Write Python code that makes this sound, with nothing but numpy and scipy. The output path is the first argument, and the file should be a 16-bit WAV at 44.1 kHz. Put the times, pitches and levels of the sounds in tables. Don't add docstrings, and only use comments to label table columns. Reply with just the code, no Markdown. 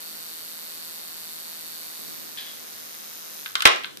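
import sys
import numpy as np
from scipy import signal
from scipy.fft import rfft, irfft, next_fast_len
from scipy.io import wavfile
from scipy.ndimage import uniform_filter1d

SR = 44100
rng = np.random.default_rng(int(sys.argv[2]) if len(sys.argv) > 2 else 0)


def master_out(mix):
    frames = np.transpose(np.atleast_2d(mix))
    ceiling = np.clip(frames, -1, 1)
    pcm = np.round(ceiling * 32767).astype(np.int16)
    wavfile.write(sys.argv[1], SR, pcm)


N = 176400
TIME = np.arange(N) / SR


def undb(db):
    return 10 ** (np.asarray(db) / 20)

def unit(x):
    return x / np.sqrt(np.mean(x ** 2))

def curve(rows):
    return np.interp(TIME, *np.array(rows, float).T)

def colour(x, rows):
    rows, size = np.array(rows, float), next_fast_len(x.shape[-1] + 4096) * 2
    hz = np.maximum(np.fft.rfftfreq(size, 1 / SR), 1)
    gain = undb(np.interp(np.log(hz), np.log(rows[:, 0]), rows[:, 1]))
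    cepstrum = irfft(np.log(gain))
    cepstrum[1:size // 2] *= 2
    cepstrum[size // 2 + 1:] = 0
    return irfft(rfft(x, size) * np.exp(rfft(cepstrum)))[..., :x.shape[-1]]

def resonate(x, peaks):
    hz = np.arange(100, SR / 2, 20)
    power = sum(undb(db) ** 2 / (1 + (1.3 * (hz - centre) / width) ** 2) ** 2
                for centre, width, db in peaks)
    return colour(x, np.c_[hz, 10 * np.log10(power)])

def whiten(x, smoothing_hz=350):
    spectrum = rfft(x)
    power = uniform_filter1d(np.abs(spectrum) ** 2, int(smoothing_hz * N / SR))
    return irfft(spectrum / np.sqrt(power + 1e-9), N)

def pulses(times, sizes):
    at = times[:, None] * SR
    taps = np.floor(at).astype(int) + np.arange(-7, 9)
    shape = np.sinc(taps - at) * np.cos(np.pi * (taps - at) / 16) ** 2
    return np.bincount(np.clip(taps, 0, N).ravel(), (shape * sizes[:, None]).ravel(), N + 1)[:N]

def convolve(x, response):
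    return signal.fftconvolve(np.atleast_2d(x), response, axes=1)[:, :N]

def add(out, start, sound):
    i = int(start * SR)
    out[:, i:i + sound.shape[1]] += sound[:, :max(N - i, 0)]

# (frequency [Hz], side over mid [dB])
SIDE_OVER_MID = [(50, -1), (120, 6), (250, 8), (600, 5.5), (2500, .5)]
def widen(pair):
    mid = colour(pair[0], [(hz, -10 * np.log10(1 + undb(db) ** 2)) for hz, db in SIDE_OVER_MID])
    side = colour(pair[1], [(hz, -10 * np.log10(1 + undb(-db) ** 2)) for hz, db in SIDE_OVER_MID])
    return np.array([mid + side, mid - side])

def diffuse(spectrum, size=N):
    return unit(colour(widen(rng.standard_normal((2, size))), spectrum))


# (frequency [Hz], relative level [dB])
AIR_SPECTRUM = [(45, -29), (110, -6.5), (1500, -8), (4500, -4.5), (7000, -8)]
def room_tone(level_db=-49):
    return undb(level_db) * diffuse(AIR_SPECTRUM)

# (time [s], level [dB])
HANDLING_LEVEL = [(1.9, -87), (2.0, -48), (2.3, -52), (2.6, -67), (3.4, -78), (3.85, -49)]
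# (frequency [Hz], relative level [dB])
HANDLING_SPECTRUM = [(25, -54), (130, -8.5), (280, -2), (2000, -29.5)]
def handling():
    return diffuse(HANDLING_SPECTRUM) * undb(curve(HANDLING_LEVEL))

# (frequency [Hz], relative level [dB])
ECHO_SPECTRUM = [(90, -4.5), (400, 6), (1250, 6), (2400, -4), (3800, -0.5), (14000, -11)]
def reverberation(x, t60_s=.36, onset_s=.0015, gain_db=-5):
    t = np.arange(SR // 2) / SR
    envelope = undb(-60 * t / t60_s) * (1 - np.exp(-t / onset_s))
    tail = diffuse(ECHO_SPECTRUM, len(t)) * envelope
    return undb(gain_db) * convolve(x.mean(axis=0), unit(tail) / np.sqrt(len(t)))

# (frequency [Hz], relative level [dB])
SNAP_SPECTRUM = [(300, -2), (3800, 7.5), (6500, 3), (14000, -2)]
# (frequency [Hz], gain [dB])
SCRAPE_COLOUR = [(1200, -28), (1680, 0), (2100, -1.5), (2850, -5), (3300, 6), (3700, -2), (4700, -3),
                 (6000, -25)]
# (time [s], level [dB])
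SCRAPE_ENVELOPE = [(2.372, -72), (2.3745, -34.5), (2.392, -35), (2.415, -41), (2.5, -45), (2.6, -62)]
# (time [s], level [dB])
WIRE_SNAPS = [(3.761, -25), (3.9725, -24)]
def wiring(catches_per_s=1200, spread_db=2, catch_decay_s=.0003, snap_decay_s=.00081):
    t = np.arange(SR // 10) / SR
    catch = diffuse(SNAP_SPECTRUM, len(t)) * np.exp(-t / catch_decay_s)
    when, strength = rng.random((N, 2))[:int(catches_per_s * N / SR)].T
    slips = pulses(when * N / SR, undb(-spread_db * np.log(strength + .001)))
    out = unit(colour(convolve(slips, catch), SCRAPE_COLOUR)) * undb(curve(SCRAPE_ENVELOPE))
    for start, db in WIRE_SNAPS:
        add(out, start, undb(db) * diffuse(SNAP_SPECTRUM, len(t)) * np.exp(-t / snap_decay_s))
    return out + reverberation(out)

# (frequency [Hz], relative level [dB])
TRAY_MODES = [(345, -11), (680, -6), (1164, 1), (1231, -2), (1372, 0), (1602, -3), (1724, -2), (1794, -1),
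              (2027, 1), (2126, -3), (3052, 1), (3200, -1), (3790, -4)]
def tray_ring(t, t60_s=.3):
    return widen(sum(undb(db - 60 * t / t60_s) * np.sin(2 * np.pi * (hz * t + rng.random((2, 1))))
                     for hz, db in TRAY_MODES))

# (time [s], level [dB], treble gain [dB])
BLOWS = [(3.4597, -23, -18), (3.554, -11, -0.5), (3.6055, -16.5, 0), (3.6217, -14, 5.5), (3.654, 6.5, -2.5),
         (3.657, -2.5, -17.5), (3.665, -6.5, 5.5), (3.674, -7.5, 7.5), (3.836, -30, 5),
         (3.8443, -20.5, -21), (3.856, -38, 13)]
# (frequency [Hz], relative level [dB])
CRACK_SPECTRUM = [(30, -52), (90, -13), (170, -16), (300, -10.5), (800, -8.5), (1200, 0), (2300, -1.5),
                  (3400, 2), (5900, -14.5), (14000, -25.5)]
def tray_impacts(crack_decay_s=.0036, ring_db=-30, bass_hz=617, bass_per_db=.74, treble_hz=6230):
    cracks, rings = np.zeros((2, 2, N))
    t = np.arange(SR // 2) / SR
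    fade = np.exp(-t / crack_decay_s)
    for start, db, treble_db in BLOWS:
        burst = widen(fade * rng.standard_normal((2, len(t))))
        crack = unit(colour(burst, CRACK_SPECTRUM)) * np.sqrt(np.mean(fade ** 2))
        shelves = [(bass_hz, bass_per_db * db), (2 * bass_hz, 0),
                   (treble_hz / np.sqrt(2), 0), (treble_hz * np.sqrt(2), treble_db)]
        add(cracks, start, undb(db) * colour(crack, shelves))
        add(rings, start, undb(db + ring_db) * colour(tray_ring(t), shelves))
    return cracks + reverberation(cracks) + rings

# (frequency [Hz], relative level [dB])
RUB_SPECTRUM = [(50, -42), (110, -7), (250, 2), (800, -1), (1400, -.5), (2600, -4), (4000, -4.5),
                (8000, -8), (14000, -12)]
def rubbing(turns, level_db=-44, depth=.15):
    return undb(level_db) * diffuse(RUB_SPECTRUM) * (1 + depth * np.cos(2 * np.pi * turns))

# (multiple of the turn rate, relative level [dB])
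HUM_HARMONICS = [(2, -68.5), (4, -60), (5, -71.5), (6, -65.5), (10, -63)]
def shaft_hum(turns, mid_db=-9, side_db=-5):
    mid, side = (sum(np.sqrt(2) * undb(db) * np.sin(2 * np.pi * (k * turns + rng.random()))
                     for k, db in HUM_HARMONICS) for _ in range(2))
    return undb(mid_db) * mid + undb(side_db) * side * np.array([[1], [-1]])

MOVE_S = (1.8, 2.94)
# (multiple of the turn rate, level aside [dB], level above the tray [dB])
WHINE_HARMONICS = [(56, -62, -73), (81, -54, -74), (95, -68, -61)]
def shaft_whine(turns):
    quadrature = np.array([[0], [np.pi / 2]])
    return sum(np.sqrt(2) * undb(np.interp(TIME, MOVE_S, levels))
               * np.sin(2 * np.pi * (k * turns + rng.random()) + quadrature)
               for k, *levels in WHINE_HARMONICS)

# (place in the turn [0-1], relative level [dB], gain at ring_hz [dB])
BRUSH_CONTACTS = [(.245, 0, -3), (.42, -13, 0), (.578, -2, 7), (.76, -13, 0), (.912, -1, -3)]
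def commutator(turns, ring_hz=7900, jitter_s=3e-6, scatter_db=.6, spark_db=-12):
    rise_s, decay_s, tail_s, tail_db = .0003, .0011, .007, -21
    age = np.arange(SR // 20) / SR
    fade = (np.exp(-age / decay_s) + undb(tail_db) * np.exp(-age / tail_s)) * (1 - np.exp(-age / rise_s))
    ticks, spark_power = 0, 0
    for place, db, ring_db in BRUSH_CONTACTS:
        times = np.interp(np.arange(int(turns[-1])) + place, turns, TIME)
        jitter, scatter = rng.standard_normal((SR // 100, 2))[:len(times)].T
        sizes = undb(db + scatter_db * scatter)
        burst = fade * rng.standard_normal((2, len(age)))
        tick = colour(burst, [(.85 * ring_hz, 0), (ring_hz, ring_db), (1.2 * ring_hz, 0)])
        ticks += convolve(pulses(times + jitter_s * jitter, sizes), tick)
        spark_power += convolve(pulses(times, sizes ** 2), fade[None] ** 2)
    sparks = undb(spark_db) * np.sqrt(np.abs(spark_power)) * rng.standard_normal((2, N))
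    return whiten(ticks + sparks)

# (frequency [Hz], width [Hz], then relative gains:
# left aside [dB], right aside [dB], left above the tray [dB], right above the tray [dB])
CASE_RESONANCES = [(3850, 500, -5, -2, -18, -5), (4450, 350, -5, 3, -13, -5), (5180, 400, -9, -7, -5, -6),
                   (6260, 500, -7, -7, -2, -5), (7980, 1030, -5, -7, -24, -12),
                   (9340, 1200, -6, -14, -13, -12), (10620, 800, -10, -3, -5, -10),
                   (12010, 970, 1, -2, -2, -4), (13370, 500, 0, 1, -6, -1), (14260, 740, -7, -1, -3, -3)]
# (time [s], half length [s], frequency [Hz], width [Hz], gain [dB])
SIZZLE_FLARES = [(2.2, .09, 13700, 1400, -4), (3.44, .07, 11700, 1400, -5)]
# (time [s], level [dB])
SIZZLE_LEVEL = [(2.08, -38.9), (2.3, -41.3), (2.6, -41.7), (3.3, -41), (3.46, -39.5), (3.6, -44),
                (3.68, -75)]
def motor_case(buzz):
    hz, width, *gains = np.array(CASE_RESONANCES).T
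    left_right = [resonate(channel, zip(hz, width, db)) for channel, db in zip([*buzz, *buzz], gains)]
    aside, above = unit(np.array(left_right[:2])), unit(np.array(left_right[2:]))
    moved = np.interp(TIME, MOVE_S, (0, 1))
    sizzle = aside * (1 - moved) + above * moved
    flares = sum(resonate(sizzle, [peak]) * np.exp(-((TIME - at) / half_length) ** 2)
                 for at, half_length, *peak in SIZZLE_FLARES)
    return (sizzle + flares) * undb(curve(SIZZLE_LEVEL))

# (time [s], speed [turns/s])
SHAFT_SPEED = [(0, 54.1), (.62, 54.1), (.9, 54.4), (1.55, 54.2), (1.95, 53.7), (3.385, 53.6), (3.55, 26),
               (3.77, 0)]
def motor(full_speed=54):
    speed = np.maximum(curve(SHAFT_SPEED), 1e-6)
    turns = np.cumsum(speed) / SR
    drone = rubbing(turns) + shaft_hum(turns)
    sizzle = motor_case(commutator(turns))
    return sizzle + (drone + shaft_whine(turns)) * np.sqrt(speed / full_speed)

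def scene():
    return motor() + tray_impacts() + wiring() + handling() + room_tone()

def record(dry, clip_level=.91, cutoff_hz=14600):
    lowpass = signal.ellip(10, .2, 70, cutoff_hz, fs=SR, output="sos")
    return signal.sosfilt(lowpass, np.clip(dry, -clip_level, clip_level))


dry = scene()
out = record(dry)
master_out(out)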